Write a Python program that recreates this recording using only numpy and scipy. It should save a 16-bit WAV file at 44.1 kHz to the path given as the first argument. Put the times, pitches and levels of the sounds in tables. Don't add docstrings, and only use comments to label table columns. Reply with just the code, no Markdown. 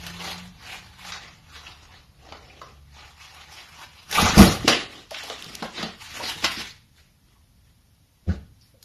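import sys
import numpy as np
from scipy import signal
from scipy.fft import rfft, irfft
from scipy.io import wavfile

SR = 44100
rng = np.random.default_rng(int(sys.argv[2]) if len(sys.argv) > 2 else 0)


def gain_from_db(level_db):
    decades = np.asarray(level_db, float) / 20
    return 10 ** decades


def pcm_store(signal):
    levels = np.round(np.clip(np.atleast_2d(signal), -1, 1) * 32767)
    wavfile.write(sys.argv[1], SR, levels.astype(np.int16).T)


N = 389844


def rms_one(x):
    return x / np.sqrt(np.mean(x ** 2) + 1e-20)


def in_time(rows):
    s, *columns = np.transpose(rows)
    return [np.interp(np.arange(N) / SR, s, c, right=c[-1]) for c in columns]


def at_hz(points, hz):
    point_hz, point_db = np.array(points)[:, 0], np.array(points)[:, 1]
    return np.interp(np.log(hz), np.log(point_hz), point_db)


def drift(rate):
    r = np.exp(-80 * np.pi * rate / SR)
    slow = signal.lfilter([1], [1, -2 * r, r * r], rng.standard_normal(N // 40 + 2002))[2000:]
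    return np.interp(np.arange(N) / 40, np.arange(len(slow)), rms_one(slow))


def band(x, low_hz, high_hz, order=2):
    edges_hz = [low_hz, min(high_hz, .45 * SR)]
    return signal.sosfilt(signal.butter(order, edges_hz, "band", fs=SR, output="sos"), x)


def coloured(x, spectrum):
    hz = np.maximum(np.fft.rfftfreq(N, 1 / SR), 1)
    return rms_one(irfft(rfft(x) * gain_from_db(at_hz(spectrum, hz)), N))


def ring(clicks, hz, t60):
    r, w = gain_from_db(-60 / (t60 * SR)), 2 * np.pi * hz / SR
    return signal.lfilter([0, np.sin(w)], [1, -2 * r * np.cos(w), r * r], clicks + 1e-18)


def hall(x, build_s=0.003):
    # (frequency [Hz], t60 [s])
    echo_t60 = [(100, 0.31), (400, 0.25), (1500, 0.41), (4000, 0.36), (12000, 0.17)]
    edges = 22 * 2 ** np.arange(0, 9.4, 1 / 3)
    centres = np.sqrt(edges[1:] * edges[:-1])
    t = np.arange(SR // 2) / SR
    white = rng.standard_normal((2, SR // 2))
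    tail = np.zeros(SR // 2)
    for k, (low, high, hz) in enumerate(zip(edges, edges[1:], centres)):
        tail += band(white[k % 2], low, high) * gain_from_db(-60 * t / at_hz(echo_t60, hz))
    tail = tail * (1 - np.exp(-t / build_s))
    return signal.fftconvolve(x, tail / np.sqrt(np.sum(tail ** 2)))[:N]


def stroke(s, hold, level_db, swell, fade):
    t = np.arange(N) / SR - s
    level = level_db + swell * np.minimum(t, 0) - fade * np.maximum(t - hold, 0)
    return gain_from_db(2 * np.maximum(level, -150))


def thuds(blows, modes, hall_db, soft_hz=380, upper_db=1.5):
    push, t = np.zeros((len(modes), N + 2048)), np.arange(2048) / SR
    contact = t * np.exp(-2 * np.pi * soft_hz * t)
    luck_db = rng.normal(0, 2.5, (len(blows), len(modes)))
    for (s, peak_db, deep_db), luck in zip(blows, luck_db):
        mode_db = [db + deep_db * (hz < 120) + upper_db * (hz > 280) for hz, db, t60 in modes]
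        gains = gain_from_db(peak_db + np.array(mode_db) + luck)
        at = round(s * SR)
        push[:, at:at + 2048] += np.outer(gains, contact / contact.sum())
    dry = np.zeros(N)
    for k, (p, (hz, db, t60)) in enumerate(zip(push, modes)):
        dry += ring(p[:N], hz, t60) * (-1) ** k
    return dry + gain_from_db(hall_db) * hall(dry)


def hiss():
    # (frequency [Hz], level [dB per Hz])
    hiss_colour = [(120, -32.5), (200, -6.5), (300, -12), (800, -12.5), (1500, -16), (6000, -14),
                   (9000, -9.5), (13500, -8.5)]
    return gain_from_db(-58 + 0.18 * drift(23)) * coloured(rng.standard_normal(N), hiss_colour)


def street():
    # (time [s], firing rate [Hz], load [dB])
    engine = [(0.0, 86.3, -55), (0.07, 85.4, -46), (0.25, 87.2, -48.5), (0.305, 87.6, -54),
              (0.35, 87.8, -49), (0.47, 90.6, -49.5), (0.56, 89.4, -62), (0.63, 92.6, -70),
              (0.78, 91.1, -63.5), (0.95, 91.9, -71), (1.09, 89.4, -57.5), (1.2, 88.4, -66.5),
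              (1.55, 75.7, -57), (2.18, 66.5, -61), (2.58, 69.5, -52), (2.91, 71.6, -48.5),
              (3.1, 73, -59.5), (3.81, 78.6, -63.5)]
    # (frequency [Hz], level [dB])
    through_door = [(65, -12.5), (75, 4), (90, -8.5), (135, -13.5), (155, -4), (180, 6)]
    # (time [s], level [dB])
    traffic = [(0.0, -47), (0.78, -53.5), (2.9, -56.5), (3.27, -58.5), (5.27, -57.5), (6.5, -51),
               (6.82, -58.5), (8.84, -60)]
    # (frequency [Hz], level [dB per Hz])
    rumble_colour = [(12, -48.5), (20, -22), (32, -14), (70, -5), (147, -12.5), (304, -27), (400, -43.5),
                     (880, -120)]
    # (time [s], hold [s], level [dB])
    shudders = [
        (4.15, .3, -41.5),
        (4.45, .2, -37.5),
        (8.36, 0.056, -46.5),
    ]
    hz, load_db = in_time(engine)
    first_db = load_db + at_hz(through_door, hz)
    second_db = load_db + at_hz(through_door, 2 * hz)
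    turn = 2 * np.pi * np.cumsum(hz * (1 + 0.0041 * drift(5.4))) / SR
    first = gain_from_db(first_db + 0.7 * drift(6)) * np.sin(turn)
    second = gain_from_db(second_db + 0.8 * drift(10)) * np.sin(2 * turn)
    fade = np.clip((4.3 - np.arange(N) / SR) * 10, 0, 1)
    shaking = sum(stroke(*row, swell=170, fade=78) for row in shudders)
    strength = np.sqrt(gain_from_db(2 * in_time(traffic)[0]) + shaking)
    rumble = strength * gain_from_db(1.2 * drift(8)) * coloured(rng.standard_normal(N), rumble_colour)
    return np.sqrt(2) * fade * (first + second) + rumble


def handling():
    pushes = [(0.036, 0.042, -36, -15.5, -7.5), (0.253, 0.023, -28, -14.5, -12),
              (0.686, 0.064, -36, -18, -14.5), (1.039, 0.04, -37.5, -23.5, -11),
              (1.128, 0.0047, -34.5, -20, -31), (1.249, 0.016, -43.5, -11, -64),
              (1.559, 0.0094, -40, -18.5, -15), (1.677, 0.016, -44, -17.5, -17),
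              (1.832, 0.14, -49.5, -13.5, -22), (2.254, 0.11, -47.5, -5, -29), (2.46, 0.19, -50, -4, -37),
              (2.983, 0.093, -44, -21, -17), (3.236, 0.045, -44, -24, -13), (3.351, 0.063, -44.5, -22, -15),
              (3.539, 0.067, -40, -18.5, -10.5), (3.804, 0.0074, -39.5, -19, -11),
              (3.969, 0.14, -51.5, -18, -10)]
    rips = [(4.152, 0.04, -17, -20, -4.5), (4.55, .08, -36.5, -8, -22), (4.22, 0.043, -19, -13, -20),
            (4.32, 0.12, -24, -14.5, -17.5), (4.39, .025, -13, -2, -6.5), (4.128, .01, -29.5, -18.5, -13),
            (4.27, .02, -20, -14, -20)]
    landings = [(4.678, 0.0026, -9, -4.5, -38)]
    tears = [(6.447, 0.003, -15, -12, -23.5)]
    chews = [(4.919, 0.077, -41, -6, -21), (5.15, 0.011, -33, -18, -24), (5.182, 0.0052, -36.5, -24, -26),
             (5.232, 0.0043, -37, -14, -19), (5.305, 0.023, -34, -12.5, -27),
             (6.288, 0.0092, -28.5, -21.5, -8.5), (5.268, 0.017, -36, -11, -11.5),
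             (5.4, 0.26, -38.5, -10, -14), (5.769, 0.077, -30, -7.5, -24), (6.019, 0.17, -36.5, -32, -9.5),
             (6.165, 0.095, -29.5, -12.5, -12), (6.32, 0.15, -34.5, -18.5, -10.5),
             (6.521, 0.084, -29, -15.5, -12), (6.989, 0.0079, -54.5, -9.5, -10),
             (7.3, 0.019, -59.5, -7.5, -10.5), (7.67, .01, -62, -16.5, -6.5), (8.63, 0.026, -60, -9.5, 2),
             (8.838, 0.0099, -61, -16, -2)]
    scuffs = [(8.29, 0.035, -43, 6.6, -30)]
    kinds = [(pushes, 147, 108), (rips, 450, 145), (landings, 5100, 158.5),
             (tears, 1100, 770), (chews, 290, 154), (scuffs, 750, 210)]
    power = np.zeros((3, N))
    for rows, swell, fade in kinds:
        for s, hold, level_db, body_db, sheen_db in rows:
            shares = gain_from_db(2 * np.array([0, body_db, sheen_db]))
            power += np.outer(shares, stroke(s, hold, level_db, swell, fade))
    return np.sqrt(power)


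def rustle(per_s=1800, spread_db=2.0, smooth=1.4, hall_db=-11.5):
    in_slot = [(250, 2), (500, 0.5), (900, 1.5), (1500, -1.5), (2600, 0), (4000, -2.5), (6000, -5),
               (8000, -3)]
    pulled = [(250, -0.5), (500, -6), (850, -5.5), (1300, -5), (2500, -6), (4500, -7), (6500, -7.5),
              (8000, -8)]
    chewed = [(250, 0), (500, -8.5), (900, -7.5), (1500, -7.5), (3000, -4.5), (4500, -8), (6200, -11),
              (8000, -5)]
    dragged = [(250, -9), (700, -10.5), (1160, -13.5), (2260, -3.5), (4500, -7.5), (8000, -9)]
    patch_edges = [700, 900, 1150, 1450, 1800, 2200, 2700, 3300, 4000, 4800, 5700, 6900, 8500]
    middle_gain, body_gain, sheen_gain = handling()
    sizes = gain_from_db(spread_db * np.minimum(rng.exponential(1, N), 5)) * rng.choice([-1, 1], N)
    creases = sizes * (rng.random(N) < per_s * gain_from_db(5 * drift(25)) / SR)
    grain = rms_one(creases) + smooth * rng.standard_normal(N)
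    t = np.arange(N) / SR
    stage = (t > 4.09).astype(int) + (t > 4.66) + ((t > 6.56) & (t < 7.2))
    paper = np.choose(stage, [coloured(grain, s) for s in (in_slot, pulled, chewed, dragged)])
    body = -band(paper, 250, 700)
    middle = np.zeros(N)
    for k, (low, high) in enumerate(zip(patch_edges, patch_edges[1:])):
        middle += band(paper, low, high) * gain_from_db(3 * drift(16)) * (-1) ** k
    sheen = band(grain, 8200, 14000, order=4) * gain_from_db(2.5 * drift(8))
    dry = middle_gain * rms_one(middle) + body_gain * rms_one(body)
    dry = dry + sheen_gain * gain_from_db(5) * rms_one(sheen)
    flutter_db = 0.8 * drift(10) + 1.8 * drift(45)
    dry = gain_from_db(-4 + flutter_db) * dry
    return dry + gain_from_db(hall_db) * hall(dry)


def snaps():
    # (time [s], peak [dB], body below 1.3 kHz [relative dB], edge above 5 kHz [relative dB])
    crease_rows = [(0.065, -24, -45, -4.5), (0.25, -26, -12, -15), (0.648, -37.5, -8, -15),
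                   (1.12, -21.5, -17, -33), (2.322, -30, 1, -27), (2.615, -35, 0, -15),
                   (3.346, -39.5, -9.5, -2), (4.112, -25.5, -14, 6), (4.125, -18.5, -8.5, -7),
                   (4.148, -27, -14, -0.5), (4.378, -9, -1, -1), (4.6786, -2, -13, -11),
                   (5.1074, -29, -10, -4), (5.1454, -20.5, -21, -23), (5.183, -24.5, -27, -13.5),
                   (5.234, -34.5, 0.5, 3.5), (5.299, -23.5, -2, -33), (5.6264, -25, 2, -11.5),
                   (5.78, -21, -7, -39), (5.8274, -16.5, -8.5, -17.5), (6.424, -24.5, -7, -21),
                   (6.4415, -11.5, -10.5, -13), (6.449, -13.5, -9, -25), (8.826, -43.5, -18, 6.5),
                   (6.198, -31, 4, -25), (6.463, -24, -18, -30)]
    dry = np.zeros(N + 4096)
    t = np.arange(4096) / SR
    shape = np.exp(-t / .0033) * (1 - np.exp(-t / .0016))
    draws = rng.standard_normal((len(crease_rows), 4096))
    for (s, peak_db, body_db, edge_db), noise in zip(crease_rows, draws):
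        burst = noise * np.abs(noise) * shape
        parts = [band(burst, low, high, order=3)
                 for low, high in ((350, 1300), (1300, 5000), (5000, 15000))]
        body, middle, edge = [p / np.abs(p).max() for p in parts]
        crackle = gain_from_db(body_db) * body + middle + gain_from_db(edge_db + 9.5) * edge
        at = round(s * SR)
        dry[at:at + 4096] += gain_from_db(peak_db) * crackle
    return dry[:N] + gain_from_db(-2) * hall(dry[:N])


def ticks():
    # (time [s], peak [dB], lowest frequency [Hz])
    pricks = [(1.121, -25, 700), (4.6795, 3, 700), (4.3795, -5, 2900), (5.144, -20, 900),
              (5.2995, -20, 1100), (5.4242, -16, 2500), (5.444, -22, 3200), (5.5515, -15, 4000),
              (5.5535, -12, 4000), (5.6245, -21, 700), (6.4435, -9, 900), (6.451, -8, 1500),
              (2.3245, -29, 900), (6.446, -6, 900), (8.828, -37, 2000)]
    out, t = np.zeros(N), np.arange(256) / SR
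    for (s, peak_db, low_hz), noise in zip(pricks, rng.standard_normal((len(pricks), 256))):
        high_hz = min(5.5 * low_hz, 15000)
        prick = band(noise * np.exp(-t / .0009), low_hz, high_hz)
        at = round(s * SR)
        out[at:at + 256] += gain_from_db(peak_db) * prick / np.abs(prick).max()
    return out


def knocks(width=.26):
    # (time [s], peak [dB], pitch [Hz], length [s])
    resonant_hits = [(1.663, -31, 2950, .011), (2.262, -43, 800, .006), (2.319, -36, 730, .0048),
                     (2.497, -39, 2500, .0084), (2.613, -30, 1180, .013), (3.525, -40, 5270, .02),
                     (4.15, -17, 2490, .012), (4.172, -18, 860, .02), (4.182, -19, 1200, .012),
                     (4.2, -18, 3300, .01), (4.26, -18, 1350, .006), (4.385, -10.5, 11250, .035),
                     (4.392, -12, 1194, .035), (4.42, -7.5, 159, .017), (4.64, -18.5, 330, .005),
                     (4.675, -8.5, 546, .0027), (4.678, -19, 1550, .03), (5.112, -29, 630, .0049),
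                     (5.228, -30, 4050, .005), (5.235, -35, 650, .003), (5.277, -37, 750, .008),
                     (5.297, -31, 1290, .0068), (5.619, -31, 610, .009), (5.628, -35, 4900, .006),
                     (6.198, -28, 895, .011), (6.282, -28, 4400, .02), (6.444, -18, 4700, .006),
                     (6.45, -18, 2800, .012), (6.563, -29, 3850, .012), (6.975, -53, 1607, .024),
                     (7.348, -58.5, 1007, .031), (8.291, -35, 1550, .02), (8.608, -46, 5120, .043),
                     (8.736, -54.5, 507, .03)]
    dry = np.zeros(N + 8192)
    t = np.arange(8192) / SR
    draws = rng.standard_normal((len(resonant_hits), 8192))
    for (s, peak_db, hz, length), noise in zip(resonant_hits, draws):
        push = noise * np.exp(-t / length) * (1 - np.exp(-t / 0.0048))
        knock = band(push, hz * (1 - width / 2), hz * (1 + width / 2))
        at = round(s * SR)
        dry[at:at + 8192] += gain_from_db(peak_db) * knock / np.abs(knock).max()
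    return dry[:N] + gain_from_db(-11) * hall(dry[:N])


def floor_blows():
    # (time [s], peak [dB], deep modes [relative dB])
    blows = [(2.312, -45, 0), (5.108, -50, -10), (5.425, -42, -20), (5.46, -36, -20), (5.5, -38, -20),
             (5.535, -41, -20), (5.57, -41, -20), (5.619, -23.5, -33), (5.79, -27.5, -12),
             (5.829, -19, -29), (6.207, -54, -15), (6.433, -26, -12), (6.572, -28.5, -13),
             (6.587, -34, -11), (6.36, -33.5, -13), (8.737, -52, 3)]
    # (frequency [Hz], level [dB], t60 [s])
    boards = [(68, -6.5, 0.25), (81.4, -3.5, 0.17), (167.2, -8.5, 0.11), (217, -5.5, 0.087),
              (330, -2.5, 0.038), (460.3, -15.5, 0.18), (593, -24.5, .07)]
    return thuds(blows, boards, hall_db=-2.5)


def flap_drag():
    # (time [s], hold [s], level [dB])
    drags = [
        (4.175, 0.029, -24.5),
        (4.255, .02, -27),
        (4.39, .03, -23.5),
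        (2.97, 0.066, -56),
        (3.3, 0.23, -62.5),
    ]
    # (frequency [Hz], width [Hz], level [dB])
    creaks = [(853, 50, -1), (1220, 87, -1.5), (1460, 90, -6.5), (2014, 67, -7), (2300, 90, -6),
              (2510, 41, -6.5)]
    power = sum(stroke(*row, swell=580, fade=220) for row in drags)
    slips = rng.standard_normal(N) ** 3 * np.sqrt(power) / 4
    out = np.zeros(N)
    for hz, width, db in creaks:
        creak = ring(slips, hz, 2.2 / width) * np.sqrt(4 * np.pi * width / SR)
        out += gain_from_db(db + 2.7 * drift(28)) * creak
    return out


def door_blows():
    # (time [s], peak [dB], deep modes [relative dB])
    blows = [(4.189, -20.5, -6.5), (4.221, -11, 0), (4.244, -16, 1.5), (4.29, -20.5, -1), (4.328, -20, 2),
             (4.371, -2.5, 0), (4.39, 6, -12.5), (4.405, 3, 0), (4.427, -4.5, -2.5), (4.447, -17.5, -5),
             (4.479, -14, 0), (4.517, -27, 1), (4.64, -20, -6), (4.677, -15, -19)]
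    door_hz = [68, 100, 155, 209, 250, 335, 410, 463, 596, 717, 125, 866, 1206]
    # (level [dB], t60 [s])
    door_ring = [(-6, 0.12), (-10.5, 0.25), (-12.5, 0.26), (-2, 0.11), (-4, 0.071), (-8, 0.063),
                 (-12, 0.031), (-18, 0.19), (-16.5, 0.11), (-7, 0.11), (-12, 0.09), (-15.5, .15),
                 (-11, .15)]
    door = [(hz, db, t60) for hz, (db, t60) in zip(door_hz, door_ring)]
    return thuds(blows, door, hall_db=-13.5)


def flap():
    # (time [s], level [dB])
    claps = [
        (4.383, -20),
        (4.679, -28.5),
    ]
    # (frequency [Hz], level [dB], t60 [s])
    metal_modes = [(4832, -9, .3), (5372, -8, .2), (6530, -9, .2), (7423, 0, .2), (7628, -2, .3),
                   (8177, 0, .15), (9150, -8, .2), (9819, 0, .42), (10508, -2, .4), (11320, -12, .15),
                   (11890, -6, .28), (12305, -13, .25)]
    at, out = [round(s * SR) for s, db in claps], np.zeros(N)
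    for hz, level_db, t60 in metal_modes:
        clicks = np.zeros(N)
        clicks[at] = gain_from_db(np.array(claps)[:, 1] + level_db + rng.normal(0, 1.2, len(at)))
        out += ring(clicks, hz, t60)
    return out


def slap():
    # (frequency [Hz], level [dB], t60 [s])
    skin_modes = [(2070, -27.5, 9.3), (2190, -7, 0.74), (2680, 0.5, 0.28), (3170, -6.5, 0.2),
                  (3540, 1.5, 0.24), (4070, -10, 0.35), (3860, -6, 0.31), (4340, -16, 0.29),
                  (4810, -6, 0.32), (4780, -7.5, 0.19), (6050, 1.5, 0.14), (6300, -7.5, 0.22)]
    click = np.zeros(N)
    click[round(4.679 * SR)] = gain_from_db(-35)
    return sum(gain_from_db(db) * ring(click, hz, min(t60, .33)) for hz, db, t60 in skin_modes)


def thump():
    # (time [s], peak [dB], deep modes [relative dB])
    blows = [
        (8.264, -35.5, 4),
        (8.2755, -21, 2),
        (8.287, -17, 0),
        (8.31, -28, -8),
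    ]
    # (frequency [Hz], level [dB], t60 [s])
    joists = [(67.4, -8.5, 0.35), (85.6, -4, 0.19), (164, -8, .13), (194.7, -5, 0.33), (214, -3, .1),
              (331, -9, 0.13), (439, -14.5, 0.15), (535, -15.5, 0.15), (675, -18, 0.14), (810, -26, 0.086)]
    return thuds(blows, joists, hall_db=-11.5, soft_hz=500, upper_db=-1.5)


def scene():
    outside = hiss() + street()
    envelope = rustle() + snaps() + ticks() + knocks() + slap()
    door_and_floor = floor_blows() + flap_drag() + door_blows() + flap() + thump()
    return (outside + envelope + door_and_floor)[None]


def round_masked_sounds(x, slope_db, luck_db, attack_db, block=1024, band_bins=8):
    # (frequency [Hz], margin [dB])
    mask_margin = [(300, 24), (1200, 7), (2500, 0), (4000, -3.5), (7000, -4.5), (10000, -1), (16000, -2)]
    n, k = np.arange(2 * block), np.arange(block)
    window = np.sin(np.pi * (n[:, None] + .5) / (2 * block))
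    waves = np.cos(np.pi / block * np.outer(n + .5 + block / 2, k + .5))
    basis = waves * window * np.sqrt(2 / block)
    halves = np.pad(x, (block, 2 * block - N % block)).reshape(-1, block)
    frames = np.hstack([halves[:-1], halves[1:]])
    lines = (frames @ basis).reshape(len(frames), -1, band_bins)
    band_db = 10 * np.log10(np.mean(lines ** 2, axis=2) + 1e-14)
    index = np.arange(band_db.shape[1])
    reach_db = slope_db * np.abs(index[:, None] - index) + 99 * (index < 9)
    mask_db = np.max(band_db[:, None, :] - reach_db, axis=2)
    luck = signal.lfilter([.8], [1, -.6], rng.standard_normal(band_db.shape), axis=0)
    band_hz = (index + .5) * band_bins * SR / (2 * block)
    step = gain_from_db(mask_db - at_hz(mask_margin, band_hz) + luck_db * luck)
    change = np.diff(frames, prepend=0).reshape(len(frames), -1, 128)
    change_db = 10 * np.log10(np.mean(change ** 2, axis=2) + 1e-14)
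    step[np.max(change_db[:, 2:] - change_db[:, :-2], axis=1) > attack_db] *= .25
    step = step[:, :, None]
    rounded = np.sign(lines) * np.floor(np.abs(lines) / step + .4) * step
    back = rounded.reshape(len(frames), block) @ basis.T
    return (back[1:, :block] + back[:-1, block:]).ravel()[:N]


def top_cut(x):
    return signal.sosfilt(signal.butter(12, 15960, fs=SR, output="sos"), x)


def record(dry):
    # (frequency [Hz], level [dB])
    overall_tone = [(5500, 0), (6800, -5), (8100, -17), (9600, -8.5), (12300, -7.5), (13000, -15),
                    (13700, -36), (16000, -48)]
    hz = np.maximum(np.fft.rfftfreq(N, 1 / SR), 1)
    heard = irfft(rfft(dry[0]) * gain_from_db(at_hz(overall_tone, hz)), N)
    limited = .89 * np.tanh(heard / .89)
    stored = round_masked_sounds(limited, slope_db=.95, luck_db=3.5, attack_db=8)
    return top_cut(stored[None])


dry = scene()
out = record(dry)
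pcm_store(out)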